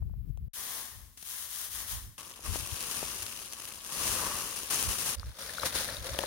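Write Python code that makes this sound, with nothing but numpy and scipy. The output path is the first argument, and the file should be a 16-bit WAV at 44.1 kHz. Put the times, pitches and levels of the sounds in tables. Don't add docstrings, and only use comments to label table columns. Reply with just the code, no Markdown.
import sys
import numpy as np
from scipy import signal
from scipy.fft import rfft, irfft, next_fast_len
from scipy.io import wavfile
from scipy.ndimage import uniform_filter1d

SR = 44100
rng = np.random.default_rng(int(sys.argv[2]) if len(sys.argv) > 2 else 0)


def generate_wav(sig):
    pcm = np.round(np.clip(np.atleast_2d(sig).T, -1, 1) * 32767).astype(np.int16)
    wavfile.write(sys.argv[1], SR, pcm)


N = 276462

OPEN_S, TRICKLE_S, POUR_S, STIR_S = (0, .482), (.534, 2.18), (2.18, 5.155), (5.155, 6.3)
YARD_S = (TRICKLE_S[0], STIR_S[1])


def undb(db):
    return 10 ** (np.asarray(db) / 20)


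def clock():
    return np.arange(N) / SR


def during(span):
    inside = (clock() >= span[0]) & (clock() < span[1])
    return uniform_filter1d(1. * inside, size=128).clip(0, 1)


def add(out, s, sound):
    start = max(int(s * SR), 0)
    part = sound[:max(N - start, 0)]
    out[start:start + len(part)] += part


def colour(x, points):
    hz, db = np.transpose(points)
    size = next_fast_len(N // 2 + 8192, True) * 2
    bin_hz = np.arange(size // 2 + 1) * SR / size
    log_gain = np.interp(np.log(bin_hz + 1), np.log(hz), np.log(undb(db)))
    cepstrum = irfft(log_gain)[:size // 2]
    cepstrum[1:] *= 2
    response = np.exp(rfft(cepstrum, size))
    return irfft(rfft(x, size) * response)[..., :N]


def unit(pair):
    return pair / np.std(pair.mean(axis=0))


# (pitch_hz, level_db)
LEFT_PORT = [(200, 5.5), (1500, 2), (2250, 1), (3000, -1), (6500, 0), (8000, -1.5), (9000, 5.5),
             (9700, 7.5), (11200, 2.5), (16000, -0.5)]
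RIGHT_PORT = [(200, 1), (700, -2), (1100, -2), (1650, 0), (2400, -7.5), (3200, -5), (4600, -4), (6300, 2),
              (7200, -4.5), (8300, -13.5), (10000, -11.5), (12300, -4.5), (16000, -14.5)]
PORT_LAG_S = .00015


def through_ports(left, right):
    return np.array([colour(left, LEFT_PORT), colour(right, RIGHT_PORT)])


def impacts(rate, spread_db):
    sizes = undb(spread_db * np.clip(rng.standard_normal(N), -2, 2))
    return (rng.random(N) < rate / SR) * sizes


def grains(rate, spread_db, body):
    left = impacts(rate, spread_db) * rng.choice([-1, 1], N)
    lag = np.rint(PORT_LAG_S * SR * rng.standard_normal(N)).astype(int)
    right = np.bincount((np.arange(N) + lag) % N, left, N)
    return unit(colour(through_ports(left, right), body))


def avalanches(share, rate, spread_db, decay_s):
    slip_power = impacts(rate, spread_db) ** 2
    power = signal.lfilter([1], [1, -np.exp(-1 / (decay_s * SR))], slip_power)
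    return np.sqrt(1 - share + share * power / power.mean())


CLUMP_SHARE, EVEN_FLOW_DB = 0.54, -40.5


def clumping(flow):
    return CLUMP_SHARE / (1 + (flow / undb(EVEN_FLOW_DB)) ** 2)


def surges(table, attack_s, release_s=None, lag_s=0):
    power = np.zeros((2, N))
    for s, hold, *rest in table:
        age = np.maximum(clock() - s - np.array([[0], [lag_s]]), 0)
        rise = 1 - np.exp(-age / attack_s)
        fade = np.exp(-np.clip((age - hold) / (release_s or rest[0]), 0, 20))
        power += (undb(rest[-2:])[:, None] * rise * fade) ** 2
    return np.sqrt(power)


def swells(table, rise):
    out = np.zeros(N)
    for s, db, length in table:
        age = np.arange(SR // 5) / SR / length
        add(out, s, undb(db) * (1 - np.exp(-age / rise)) * np.exp(-age ** 2 / 2))
    return out


def ring(hz, t60, rise_s, glide=0):
    t = np.arange(int(t60 * SR) + 2) / SR
    pitch = hz * (1 + glide * t / t60)
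    envelope = undb(-60 * t / t60) * (1 - np.exp(-t / rise_s))
    return np.sin(2 * np.pi * np.cumsum(pitch) / SR) * envelope / envelope.max()


def pings(rate, low_hz, high_hz, cycles, spread_db, glide):
    left, right = np.zeros(N), np.zeros(N)
    for when, pitch, size, life, side in rng.random((int(rate * N / SR), 5)):
        s = when * N / SR
        hz = low_hz * (high_hz / low_hz) ** pitch
        t60 = cycles * (.5 + life) / hz
        ping = undb(spread_db * size ** 2) * ring(hz, t60, rise_s=1 / hz, glide=glide)
        add(left, s, ping)
        add(right, s + PORT_LAG_S * 2 * (2 * side - 1), ping)
    return unit(through_ports(left, right))


def eddies(spectrum, shared):
    pair = colour(rng.standard_normal((2, N)) + shared * rng.standard_normal(N), spectrum)
    return pair / np.sqrt(uniform_filter1d(pair ** 2, size=2600))


# (pitch_hz, level_db)
AIR_COLOUR = [(200, 19), (700, -3), (1500, -5.5), (5000, -12), (8000, -23), (11000, -4), (16000, -1)]
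YARD_COLOUR = [(100, -2.5), (250, 0.5), (500, -19.5), (1000, -24), (3000, -16), (12000, -11)]


def background(hiss_db, yard_db):
    hiss = unit(colour(rng.standard_normal((2, N)), AIR_COLOUR))
    yard = unit(colour(rng.standard_normal((2, N)) + rng.standard_normal(N), YARD_COLOUR))
    return undb(hiss_db) * during(OPEN_S) * hiss + undb(yard_db) * during(YARD_S) * yard


# (pitch_hz, level_db)
OPEN_WIND_COLOUR = [(12, -36), (22, -29), (40, -2.5), (60, 0.5), (95, -7.5), (145, -16.5), (220, -31),
                    (320, -40), (500, -54), (1300, -74.5)]
YARD_WIND_COLOUR = [(15, -28), (40, -5), (60, 4.5), (98, -2.5), (150, -16.5), (300, -32), (600, -47),
                    (1300, -84)]
# (peak_s, half_length_s, relative level_db, left_minus_right_db)
BUFFETS = [(0.02, 0.056, -37.5, 8), (0.105, 0.024, -43, 12), (0.186, 0.019, -39.5, 8),
           (0.301, 0.012, -33.5, 21), (.43, 0.027, -43, 0), (1.01, 0.064, -52, 9), (1.79, 0.077, -55, 2.5),
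           (1.95, 0.028, -41.5, -9), (2.052, 0.041, -47, -2), (2.506, 0.03, -34.5, 18),
           (2.606, 0.037, -44, 25), (2.73, 0.011, -39, 28), (3.044, .025, -52, 20), (3.225, 0.02, -51.5, 3),
           (4.104, 0.039, -46.5, 6), (4.876, 0.025, -37, -18), (5.19, 0.015, -37.5, -15),
           (5.272, 0.027, -39.5, 0), (6.004, 0.019, -43, 1), (6.125, 0.017, -39, -1)]
OPEN_WIND_DB, OPEN_LEAN_DB, YARD_WIND_DB, YARD_LEAN_DB = -43, 19, -68, -0.5


def wind_and_thumps():
    def port_power(db, lean_db):
        sides = undb(np.array([[lean_db], [0]])) ** 2
        return 2 * undb(db) ** 2 * sides / sides.sum()

    buffets = sum(port_power(db, lean) * np.exp(-((clock() - s) / length) ** 2)
                  for s, length, db, lean in BUFFETS)
    open_gain = undb(3.5) * np.sqrt(buffets + port_power(OPEN_WIND_DB, OPEN_LEAN_DB))
    yard_gain = undb(2.5) * np.sqrt(buffets + port_power(YARD_WIND_DB, YARD_LEAN_DB))
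    exposed = open_gain * eddies(OPEN_WIND_COLOUR, shared=0.24)
    sheltered = yard_gain * eddies(YARD_WIND_COLOUR, shared=.99)
    return during(OPEN_S) * exposed + during(YARD_S) * sheltered


# (start_s, pitch_hz, relative peak_db)
TAPS = [(0.024, 700, -40), (.097, 696, -48), (0.139, 650, -43.5), (0.375, 650, -41.5), (2.393, 600, -35),
        (2.558, 600, -19), (3.029, 596, -19), (5.633, 520, -31), (6.237, 480, -44)]


def taps():
    out = np.zeros(N)
    for s, hz, db in TAPS:
        add(out, s, undb(db) * ring(hz, t60=0.0034, rise_s=0.00087))
    return out


# (start_s, relative peak_db)
KNOCKS = [(5.637, -28), (5.755, -26), (6.086, -37), (6.147, -28), (6.1893, -18.5), (6.216, -29.5),
          (6.238, -21)]
# (pitch_hz, relative level_db, t60_s)
BASIN_MODES = [(403, -11.5, 0.029), (554, -6, 0.046), (650, -3, 0.013), (870, -9, 0.023),
               (1750, -9.5, 0.017)]


def knocks():
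    out = np.zeros(N)
    for s, db in KNOCKS:
        for hz, mode_db, t60 in BASIN_MODES:
            add(out, s, undb(db + mode_db) * ring(hz, t60, rise_s=0.00067))
    return out


# (start_s, pitch_hz, relative peak_db, t60_s)
BUBBLES = [(5.184, 4750, -38, .007), (5.1972, 4530, -25, 0.0021), (5.231, 1180, -29, 0.0056),
           (5.495, 1720, -28.5, 0.02), (5.583, 1390, -22, 0.013), (5.598, 3970, -24, 0.01),
           (5.633, 1130, -16.5, 0.0076), (5.889, 1710, -25, 0.01), (5.9679, 3700, -26.5, 0.011),
           (6.07, 3800, -30.5, 0.014), (6.189, 3110, -13, 0.0035), (6.236, 1000, -21.5, 0.013),
           (6.259, 3800, -27, 0.0083)]


def bubbles():
    out = np.zeros(N)
    for s, hz, db, t60 in BUBBLES:
        add(out, s, undb(db) * ring(hz, t60, rise_s=0.00062, glide=0.15))
    return out


# (start_s, relative level_db, length_s)
SCOOPS = [(5.392, -41, 0.0028), (5.652, -26.5, 0.019), (5.803, -44, .0022), (6.188, -26, 0.0036)]
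# (start_s, hold_s, release_s, relative rub level_db, relative water and basin level_db)
STROKES = [(5.335, 0.081, 0.11, -55, -69), (5.385, 0.24, 0.13, -45, -56.5),
           (5.615, 0.013, 0.032, -40, -40.5), (5.67, 0.1, .03, -45, -50.5),
           (5.738, 0.015, 0.12, -32.5, -45), (5.87, 0.058, 0.036, -50, -47.5),
           (6.03, 0.232, .05, -44.5, -49)]
# (pitch_hz, level_db)
STIR_RUB = [(300, -12.5), (1900, -4), (2550, -6), (3050, -4), (3600, 0), (5000, -2.5), (7000, -7),
            (9500, -5.5), (13000, -9), (15500, -8)]
STIR_WATER = [(90, -8), (200, -3), (380, -10), (560, 4.5), (760, -9.5), (1200, -1.5), (1800, -2),
              (2500, -4), (3600, -6), (6000, -15), (12000, -38)]
STROKE_ATTACK_S = 0.0086
RESTING_RUB_DB, RESTING_WATER_DB = -59, -62.5
GURGLE_DB, FIZZ_DB = -3.5, -9


def stir():
    resting = undb([[RESTING_RUB_DB], [RESTING_WATER_DB]])
    rub, water = during(STIR_S) * np.hypot(resting, surges(STROKES, STROKE_ATTACK_S))
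    slips = avalanches(clumping(rub), rate=150, spread_db=3.5, decay_s=.003)
    digging = undb(-2.5) * swells(SCOOPS, rise=0.13)
    fingers = np.hypot(undb(0.5) * rub * slips, digging) * grains(6000, 3.1, STIR_RUB)
    splatter = undb(2.0) * water * slips * grains(1100, 4.0, STIR_WATER)
    large = pings(rate=90, low_hz=450, high_hz=2000, cycles=18, spread_db=10, glide=.12)
    small = pings(rate=130, low_hz=3200, high_hz=6500, cycles=20, spread_db=9, glide=.2)
    gurgle = undb(GURGLE_DB) * water * unit(colour(large, STIR_WATER))
    fizz = undb(FIZZ_DB) * rub * small
    rumble = undb(-2.5) * water * eddies(YARD_WIND_COLOUR, shared=2.3)
    return fingers + splatter + gurgle + fizz + rumble


# (start_s, relative peak_db)
SNAPS = [(0.3743, -42), (2.807, -19), (2.827, -20), (2.913, -16.5), (3.034, -26), (3.083, -22), (3.13, -25),
         (3.2655, -20), (3.399, -31), (3.426, -24), (3.525, -22), (3.848, -25), (4.745, -14), (4.755, -30),
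         (4.827, -12)]
# (pitch_hz, level_db)
POUR_SLIDE = [(150, -8), (500, -9), (1200, -8.5), (2200, -5), (2750, 2.5), (3500, -2), (4500, -1),
              (6200, -0.5), (9500, -1), (12000, -3), (15000, -5)]


def snaps(length_s, db):
    out = np.zeros((2, N))
    t = np.arange(SR // 200) / SR
    for s, peak_db in SNAPS:
        for channel in out:
            burst = rng.standard_normal(len(t)) * np.exp(-t / length_s)
            add(channel, s, undb(peak_db + db) * burst)
    return colour(through_ports(*out), POUR_SLIDE)


# (start_s, hold_s, release_s, relative film slide level_db, relative basin landing level_db)
LIFTS = [(.522, 0.27, 0.12, -40.5, -53), (1.165, 0.061, .03, -50, -73), (1.235, 0.21, 0.065, -41.5, -60.5),
         (1.48, 0.17, 0.061, -40, -58.5), (1.695, 0.097, 0.11, -39.5, -54),
         (1.865, 0.05, 0.072, -37.5, -54)]
# (pitch_hz, level_db)
TRICKLE_SLIDE = [(300, -39), (1200, -5.5), (2400, -3.5), (3200, 4), (4600, 0.5), (6500, 2), (10000, 2),
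                 (15000, 4.5)]
TRICKLE_LAND = [(100, -7), (400, -9), (600, -4.5), (850, -2.5), (1120, 4), (1370, -7), (1850, 4),
                (2500, -8), (5000, -3.5), (12000, -35)]
LIFT_ATTACK_S, FALL_S = 0.022, 0.023


def trickle():
    slide, land = during(TRICKLE_S) * surges(LIFTS, LIFT_ATTACK_S, lag_s=FALL_S)
    hiss = undb(0.5) * slide * grains(14000, 4.6, TRICKLE_SLIDE)
    patter = undb(2.5) * land * grains(4000, 2.6, TRICKLE_LAND)
    return (hiss + patter) * avalanches(share=0.084, rate=460, spread_db=0, decay_s=0.0022)


# (time_s, relative film slide level_db, relative basin landing level_db)
FLOW = [(2.19, -48, -57), (2.41, -54, -61.5), (2.47, -41, -48), (2.49, -42.5, -54), (2.56, -40, -51.5),
        (2.61, -43.5, -55.5), (2.97, -38.5, -50.5), (3.46, -47, -58.5), (3.74, -47, -56.5),
        (3.8, -51, -62.5), (3.99, -36, -45), (4.08, -32.5, -46), (4.23, -36, -39.5), (4.68, -44, -57)]
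# (start_s, hold_s, relative slide level_db, relative landing level_db)
SHAKES = [(2.176, 0.016, -48, -52), (2.445, 0.016, -43, -55), (2.535, 0.04, -42, -59),
          (4.7, 0.051, -30.5, -43), (4.785, 0.054, -33, -45), (4.885, 0.047, -33.5, -44),
          (4.98, 0.04, -34.5, -48), (5.055, 0.041, -32.5, -44)]
# (start_s, relative level_db, length_s)
RUSTLES = [(1.173, -47, 0.0072), (1.2245, -43.5, 0.0056), (3.145, -40, .005), (3.222, -35, .006),
           (3.533, -38.5, 0.0032), (3.6195, -39.5, .0027), (4.559, -37.5, 0.023)]
# (pitch_hz, level_db)
POUR_LAND = [(80, -8.5), (200, -7), (380, -4.5), (540, 0), (730, -8.5), (930, 1.5), (1130, 8.5), (1400, -1),
             (1680, -1.5), (2150, -6), (2800, -14), (5000, -18), (12000, -40)]
SHAKE_ATTACK_S, SHAKE_RELEASE_S = 0.0031, 0.058
CREASE_DB, FOLD_DB = -2.5, -9.5


def pour():
    s, slide_db, land_db = np.transpose(FLOW)
    steady_slide = undb(np.interp(clock(), s, slide_db) + 1.0)
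    steady_land = undb(np.interp(clock(), s, land_db) + 2.5)
    shaken = surges(SHAKES, SHAKE_ATTACK_S, SHAKE_RELEASE_S)
    slide, land = during(POUR_S) * np.hypot(np.array([steady_slide, steady_land]), shaken)
    slips = avalanches(clumping(slide), rate=220, spread_db=2, decay_s=.0014)
    surging = avalanches(clumping(slide), rate=130, spread_db=2.5, decay_s=0.0084)
    sliding = undb(-0.68) * slide * slips * surging
    film = np.hypot(sliding, swells(RUSTLES, rise=0.082)) * grains(8000, 3.1, POUR_SLIDE)
    creases = pings(rate=260, low_hz=2700, high_hz=14000, cycles=9, spread_db=12, glide=0)
    folds = pings(rate=110, low_hz=2550, high_hz=3600, cycles=14, spread_db=10, glide=0)
    crinkle = slide * clumping(slide) * (undb(CREASE_DB) * creases + undb(FOLD_DB) * folds)
    patter = undb(-2.0) * land * slips * grains(2000, 3.16, POUR_LAND)
    rumble = undb(-13.5) * land * eddies(YARD_WIND_COLOUR, shared=0.85)
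    return film + crinkle + patter + rumble


def scene():
    air = background(hiss_db=-67, yard_db=-65.0) + wind_and_thumps()
    port_gains = undb([[-1.0], [-16.5]])
    struck = port_gains * (taps() + knocks() + bubbles())
    crackle = snaps(length_s=.0006, db=-1)
    return air + struck + stir() + crackle + trickle() + pour()


def record(dry):
    rumble_cut = signal.butter(3, 27, "high", fs=SR, output="sos")
    treble_cut = signal.ellip(12, .2, 70, 15900, fs=SR, output="sos")
    return signal.sosfilt(treble_cut, signal.sosfilt(rumble_cut, dry))


dry = scene()
out = record(dry)
generate_wav(out)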